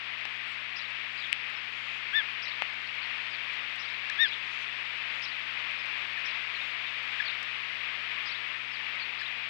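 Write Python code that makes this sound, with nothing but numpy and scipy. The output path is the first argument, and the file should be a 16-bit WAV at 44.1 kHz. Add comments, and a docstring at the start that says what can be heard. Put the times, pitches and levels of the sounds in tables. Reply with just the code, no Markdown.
"""At an osprey nest in light rain, close to a nest camera, the osprey gives two arched whistles and four pips.
These and the chick's thin wheezes are sums of partials; drops are damped rings or filtered noise bursts,
and one such burst is a dull beak click at the onset of a pip. A far songbird twitters by frequency glides
with a diffuse echo, over filtered-noise hiss and mains hum. One microphone feeds the left channel.
Source levels are relative; the scene doubles them all."""
import sys
import numpy as np
from scipy import signal
from scipy.fft import rfft, irfft, next_fast_len
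from scipy.io import wavfile
from scipy.ndimage import map_coordinates

SR = 44100
rng = np.random.default_rng(int(sys.argv[2]) if len(sys.argv) > 2 else 0)


def generate_wav(sig):
    """Save sig (samples, or channels by samples) to the path in sys.argv[1] as 16-bit PCM at SR."""
    pcm = np.round(np.clip(np.atleast_2d(sig).T, -1, 1) * 32767).astype(np.int16)
    wavfile.write(sys.argv[1], SR, pcm)


N = 418509

# common spectrum of the ticks and the drizzle: (frequency [Hz], gain [dB])
TICK_SPECTRUM = [(2500, -20.5), (4000, 14.5), (6500, 4.5), (8500, -3), (10500, -21), (13000, -15.5)]


def amp(db):
    """Decibels to amplitude ratio: 20 dB is a factor of ten."""
    return 10 ** (np.asarray(db) / 20)


def unit(x):
    """Normalisation to an rms of 1."""
    return x / np.sqrt(np.mean(x ** 2) + 1e-20)


def add(track, s, sound):
    """Superposition: mix a sound into the track at time s in seconds."""
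    i = max(round(s * SR), 0)
    track[i:i + len(sound)] += sound[:max(N - i, 0)]


def wobble(rate, size):
    """Band-limited fluctuation: a smooth curve through random knots, rate of them a second."""
    knots = rng.standard_normal(int(size * rate / SR) + 4)
    return map_coordinates(knots, [np.arange(size) * rate / SR])


def coloured(x, points):
    """Linear filtering: x through (Hz, dB) points joined on a log-frequency axis."""
    m = next_fast_len(len(x) + 8192)
    hz, db = np.transpose(points)
    log_hz = np.log(np.fft.rfftfreq(m, 1 / SR) + 1)
    gain = amp(np.interp(log_hz, np.log(hz), db))
    return irfft(rfft(x, m) * gain, m)[:len(x)]


def noise(points):
    """Stationary coloured noise of rms 1."""
    return unit(coloured(rng.standard_normal(N), points))


def progress(length):
    """Normalised time, 0 to 1 over a length in seconds."""
    return np.linspace(0, 1, max(int(length * SR), 8))


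def arch(u, power):
    """Half-sine envelope that starts and ends in silence; a higher power narrows it."""
    return np.abs(np.sin(np.pi * u)) ** power


def phase_of(hz):
    """Frequency modulation: phase is the running integral of frequency."""
    return 2 * np.pi * np.cumsum(hz) / SR


def osprey_whistles(jitter=0.0024, shimmer_db=.35, lean=.88):
    """Effort-dependent spectrum: pitch and level arch together, and high partials need a loud call."""
    # (start [s], length [s], start pitch [Hz], top pitch [Hz], end pitch [Hz], level [dB], octave [dB])
    whistles = [(2.128, 0.097, 1500, 1788, 1430, -25, -3), (4.179, 0.1, 1564, 1840, 1392, -22.5, -2)]
    # upper partials at full effort: (multiple of the pitch [ratio], level [dB])
    edge_partials = [(3, -25.5), (4, -45.5), (5, -53)]
    out = np.zeros(N)
    loudest = amp(max(row[5] for row in whistles))
    for s, length, start_hz, top_hz, end_hz, db, octave_db in whistles:
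        u = progress(length) ** lean  # the rise is quicker than the fall
        depth_hz = np.where(u < .5, top_hz - start_hz, top_hz - end_hz)
        pitch_hz = top_hz - depth_hz * (2 * u - 1) ** 2
        phase = phase_of(pitch_hz * (1 + jitter * wobble(660, len(u))))
        effort = amp(db + shimmer_db * wobble(300, len(u))) * arch(u, 1.23)
        octave = amp(octave_db) * arch(u, .1) * np.cos(2 * phase)
        edge = sum(amp(partial_db) * np.cos(k * phase) for k, partial_db in edge_partials)
        add(out, s, effort * (np.sin(phase) + octave + (effort / loudest) ** 2 * edge))
    return out


def osprey_pips(octave_db=-14, glide=0.076):
    """Brief harmonic tones: a gliding fundamental and its octave; glide is the fall as a share of pitch."""
    # (start [s], length [s], middle pitch [Hz], level [dB])
    pips = [(4.098, 0.0064, 1730, -29), (6.17, 0.015, 1770, -34), (7.2, 0.011, 1705, -25),
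            (9.214, 0.0072, 1750, -31.5)]
    out = np.zeros(N)
    for s, length, hz, db in pips:
        u = progress(length)
        phase = phase_of(hz * (1 + glide * (.5 - u)))
        tone = np.sin(phase) + amp(octave_db) * np.sin(2 * phase)
        add(out, s, amp(db) * arch(u, 0.58) * tone)
    return out


def chick(rasp=0.071, flick=0.19, flick_s=0.015, swell_db=8):
    """Random frequency modulation roughens a swelling tone, which flicks down as the beak closes."""
    # (start [s], length [s], pitch before the flick [Hz], relative level [dB])
    wheezes = [(0.463, 0.082, 8050, -60.5), (1.093, .19, 6970, -63), (1.716, .275, 6800, -61),
               (4.433, 0.22, 6160, -56), (5.12, 0.13, 6700, -60), (5.968, 0.038, 8100, -63.5),
               (6.52, 0.19, 6880, -62), (7.07, .16, 7040, -64)]
    # (multiple of the pitch [ratio], level [dB])
    partials = [(1, 4), (1.25, -8), (1.5, -11.5)]
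    out = np.zeros(N)
    for s, length, hz, db in wheezes:
        u = progress(length)
        fall = 1 - flick * np.exp(-(1 - u) * length / flick_s)
        phase = phase_of(hz * fall * (1 + rasp * wobble(1500, len(u))))
        tone = sum(amp(partial_db) * np.sin(k * phase) for k, partial_db in partials)
        level = amp(db + swell_db * (u - 2.5) + 2.2 * wobble(200, len(u)))
        add(out, s, level * arch(u, 0.13) * tone)
    return out


def ring(hz, swell):
    """Damped resonance whose envelope peaks after swell seconds, radiating by its rate of change."""
    t = np.arange(SR // 50) / SR
    envelope = (t / swell * np.exp(1 - t / swell)) ** 2
    pressure = np.gradient(envelope * np.sin(2 * np.pi * hz * t))
    return pressure / np.abs(pressure).max()


def housing_drops(thud_hz=760, thud_swell=0.00054, snap_hz=9200, snap_swell=0.00014):
    """Impact excitation of modes: a near drop rings the housing for a few cycles, with a thud and a snap."""
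    # (start [s], ring peak [dB], ring frequency [Hz], swell [s], thud peak [dB], snap peak [dB])
    impacts = [(0.2537, -24, 2410, 0.00039, -33, -58), (1.3287, -9.5, 2450, 0.0004, -47, -30.5),
               (1.4992, -25, 2090, 0.00066, -57, -56), (2.6215, -16, 2410, 0.00044, -21, -51),
               (3.7, -39, 2500, .0007, -49, -72)]
    out = np.zeros(N)
    for s, db, hz, swell, thud_db, snap_db in impacts:
        thud = amp(thud_db) * ring(thud_hz, thud_swell)
        snap = amp(snap_db) * ring(snap_hz, snap_swell)
        add(out, s, amp(db) * ring(hz, swell) + thud + snap)
    return out


def twig_ticks_and_beak_click(tick_t60=0.0099, tick_db=2, edge_db=65):
    """Decaying broadband bursts, cut by edge_db per octave above a top edge: twig drops and one beak click."""
    # The row at 4.099 s is a dull beak click at the onset of the osprey's pip; the others are drops on twigs.
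    # (start [s], relative peak [dB], brightness [dB per octave], top edge [Hz])
    tick_rows = [(.186, -53, 1, 12000), (0.211, -47, -5, 12000), (0.2533, -48, 3, 12000),
                 (.904, -56, 5, 12000), (1.5004, -55, 9, 12000), (2.141, -49, 10.5, 13000),
                 (3.539, -53.5, 11, 13000), (3.76, -51, 14.5, 13000), (4.099, -33, -8, 8000),
                 (4.972, -53, 2.5, 12000), (5.861, -48, 2, 12000), (7.43, -38.5, -1, 7960),
                 (8.013, -54, 2, 12000), (8.956, -51, 2, 12000), (9.213, -49, 1.5, 11900)]
    out = np.zeros(N)
    t = np.arange(SR // 50) / SR
    for s, db, bright_db, top_hz in tick_rows:
        colour = []
        for hz, level in TICK_SPECTRUM:
            octaves_above = max(np.log2(hz / top_hz), 0)
            colour.append((hz, level + bright_db * np.log2(hz) - edge_db * octaves_above))
        burst = amp(-60 * t / tick_t60) * rng.standard_normal(len(t))
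        tick = coloured(burst, colour)
        add(out, s, amp(db + tick_db) * tick / np.abs(tick).max())
    return out


def drizzle(rate=25, level_db=-79, spread_db=4):
    """Random impulse train: fine drops land all over the nest, rate of them a second on average."""
    hits = (rng.random(N) < rate / SR) * amp(spread_db * rng.standard_normal(N))
    return amp(level_db) * unit(coloured(hits, TICK_SPECTRUM))


def songbird_voice(hz, warble=.012, rasp_db=2.4):
    """Random frequency and amplitude modulation make a tone raspy; warble is a share of its pitch."""
    phase = phase_of(hz * (1 + warble * wobble(900, len(hz))))
    return np.sin(phase) * amp(rasp_db * wobble(900, len(hz)))


def songbird_song():
    """Frequency glides: each kind of call traces a pitch and level contour, and loose peeps glide straight."""
    # Contours: (time after the start [s], pitch before scaling [Hz], relative level [dB])
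    cheep = [(0, 4150, -1), (.009, 5200, -2), (.02, 5280, 1.5), (.03, 5180, -5.5), (.039, 4050, 1.5),
             (.051, 3894, -6), (.061, 4355, 0), (.068, 5000, -4.5), (.077, 4500, -3.5), (.086, 3284, -13),
             (.095, 3590, 8.5), (.11, 4250, -2.5), (.122, 4180, -6.5)]  # a held top note, a quick loop and a low upsweep
    cheep_upper = [(.002, 5360, -9), (.012, 5930, -12.5), (.021, 5640, -13.5), (.028, 5960, -13),
                   (.038, 5650, -15.5), (.055, 5600, -13), (.07, 5600, -25)]  # the second side of the syrinx sings above the top note
    chirrup = [(0, 4210, -9), (.008, 5000, -4), (.018, 5335, -2.5), (.023, 4120, -6), (.032, 5300, -5),
               (.039, 4110, -2), (.047, 4080, -2.5), (.055, 4150, 0.5), (.063, 3340, -6), (.072, 3500, 8.5),
               (.081, 3885, 7), (.09, 3540, 9.5), (.1, 3570, -5), (.106, 3450, -14)]  # tumbles down in three warbled steps
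    chirrup_under = [(0, 4050, -3), (.012, 4500, -2), (.02, 4150, -5), (.036, 4520, -9)]  # a lower voice wavers under the opening
    chip = [(0, 3880, -2.5), (.009, 4750, -6), (.02, 4340, -1), (.033, 4280, 2.5), (.039, 4450, -4.5)]  # a scoop up that settles on a short ledge
    slur = [(0, 5400, -3), (.022, 5070, -4.5), (.043, 4550, 2), (.056, 3500, 7.5)]  # falls ever faster
    # Calls: (start [s], pitch factor [ratio], level at the start [dB], level at the end [dB])
    cheep_calls = [(.756, 0.97, -43, -49), (2.42, 0.97, -41.5, -44.5), (3.788, 0.98, -47, -48),
                   (5.219, 0.98, -42, -48), (6.246, 0.99, -46.5, -50), (8.254, 0.95, -43, -44)]
    chirrup_calls = [(1.169, 0.95, -48, -43), (4.253, 0.96, -45, -44.5), (9.185, 0.98, -46, -48)]
    chip_calls = [(3.012, .97, -46, -46), (6.852, .84, -43.5, -41), (7.246, 1.0, -43, -42),
                  (8.997, 1.0, -43, -43)]
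    slur_calls = [(3.306, 0.95, -49, -50), (8.712, 0.98, -53, -49)]
    # Loose peeps: (start [s], length [s], start pitch [Hz], end pitch [Hz], level [dB])
    peeps = [(1.555, .025, 5240, 5120, -56.5), (2.858, .022, 4000, 4550, -47),
             (2.867, .014, 5200, 5050, -54), (3.898, .009, 5000, 5300, -52), (3.936, .014, 4230, 4040, -46),
             (5.785, .025, 5200, 5000, -52), (6.545, .03, 4400, 3900, -45.5), (6.608, .03, 3700, 3500, -41),
             (7.203, .024, 4920, 5320, -53), (7.259, 0.014, 3320, 3600, -38.5),
             (7.277, .011, 3290, 4100, -36), (7.294, 0.014, 3630, 3590, -36),
             (7.307, 0.0098, 3700, 4500, -44)]
    repertoire = [(cheep, cheep_calls), (cheep_upper, cheep_calls), (chirrup, chirrup_calls),
                  (chirrup_under, chirrup_calls), (chip, chip_calls), (slur, slur_calls)]
    out = np.zeros(N)
    for contour, calls in repertoire:
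        times, pitch_hz, contour_db = np.transpose(contour)
        u = progress(times[-1])
        hz = np.interp(u * times[-1], times, pitch_hz)
        swell_db = np.interp(u * times[-1], times, contour_db)
        for s, factor, start_db, end_db in calls:
            level = amp(swell_db + start_db + (end_db - start_db) * u)
            add(out, s, level * arch(u, 0.18) * songbird_voice(factor * hz))
    for s, length, start_hz, end_hz, db in peeps:
        u = progress(length)
        glide_hz = start_hz + (end_hz - start_hz) * u
        add(out, s, amp(db) * arch(u, 0.67) * songbird_voice(glide_hz))
    return out


def songbird(echo_t60=0.3, branches_t60=.05, branches_db=8, direct_db=-1.5, trees_db=-5.5):
    """Diffuse scattering: decaying noise responses of near branches and the trees behind blur the song."""
    song = songbird_song()
    t = np.arange(SR // 2) / SR
    decay = amp(-60 * t / echo_t60) + amp(branches_db - 60 * t / branches_t60)
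    response = rng.standard_normal(len(t)) * decay
    echo = signal.fftconvolve(song, response / np.linalg.norm(response))[:N]
    return amp(direct_db) * song + amp(trees_db) * echo


def hiss(body_db=1, air_db=-30, waver_db=0.55):
    """Resonantly coloured noise: an almost even hiss, peaked by the small microphone's resonance."""
    # (time [s], relative level [dB])
    level_points = [(0.0, -41), (0.32, -40.5), (1.5, -40.5), (2.4, -39.5), (3.3, -39), (4.6, -39),
                    (6.48, -38), (8.1, -39), (9.49, -40)]
    # spectrum of the mid-range body: (frequency [Hz], relative gain [dB])
    body_spectrum = [(25, -36), (100, -28), (250, -25.5), (500, -19), (850, -14), (1150, -8), (1500, -7),
                     (1900, -0.5), (2450, 3), (3000, -3.5), (3500, -7), (4100, -14.5), (4750, -19),
                     (5500, -28.5), (6500, -54.5)]
    # spectrum of the faint treble: (frequency [Hz], relative gain [dB])
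    air_spectrum = [(3000, -3), (5500, 9.5), (7000, 0.5), (8500, -2), (10500, -15), (12200, -16),
                    (13300, -35)]
    level = amp(np.interp(np.arange(N) / SR, *np.transpose(level_points)))
    body = amp(body_db + waver_db * wobble(8, N)) * noise(body_spectrum)
    air = amp(air_db) * noise(air_spectrum)
    return level * (body + air)


def hum():
    """Harmonic line spectrum of rectified mains ripple in the microphone's supply."""
    # (frequency [Hz], rms level [dB])
    lines = [(120, -67), (240, -70), (360, -76.5)]
    t = np.arange(N) / SR
    return sum(np.sqrt(2) * amp(db) * np.sin(2 * np.pi * (hz * t + rng.random())) for hz, db in lines)


def scene():
    """Superposition at one microphone on the left channel; the right one is unconnected."""
    birds = osprey_whistles() + osprey_pips() + chick() + songbird()
    impacts = housing_drops() + twig_ticks_and_beak_click() + drizzle()
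    microphone = birds + impacts + hiss() + hum()
    return np.array([2 * microphone, np.zeros(N)])


def record(dry, top=0.5, hardness=9, idle_db=-91, top_hz=13300):
    """Saturation and band-limiting: the preamplifier flattens the sharpest taps, noise joins, treble is cut."""
    clipped = dry / (1 + np.abs(dry / top) ** hardness) ** (1 / hardness)
    # a trace of converter noise in both channels
    wet = clipped + amp(idle_db) * rng.standard_normal(dry.shape)
    m = next_fast_len(N + 8192)
    passband = np.fft.rfftfreq(m, 1 / SR) < top_hz
    return irfft(rfft(wet, m) * passband, m)[:, :N]


dry = scene()
out = record(dry)
generate_wav(out)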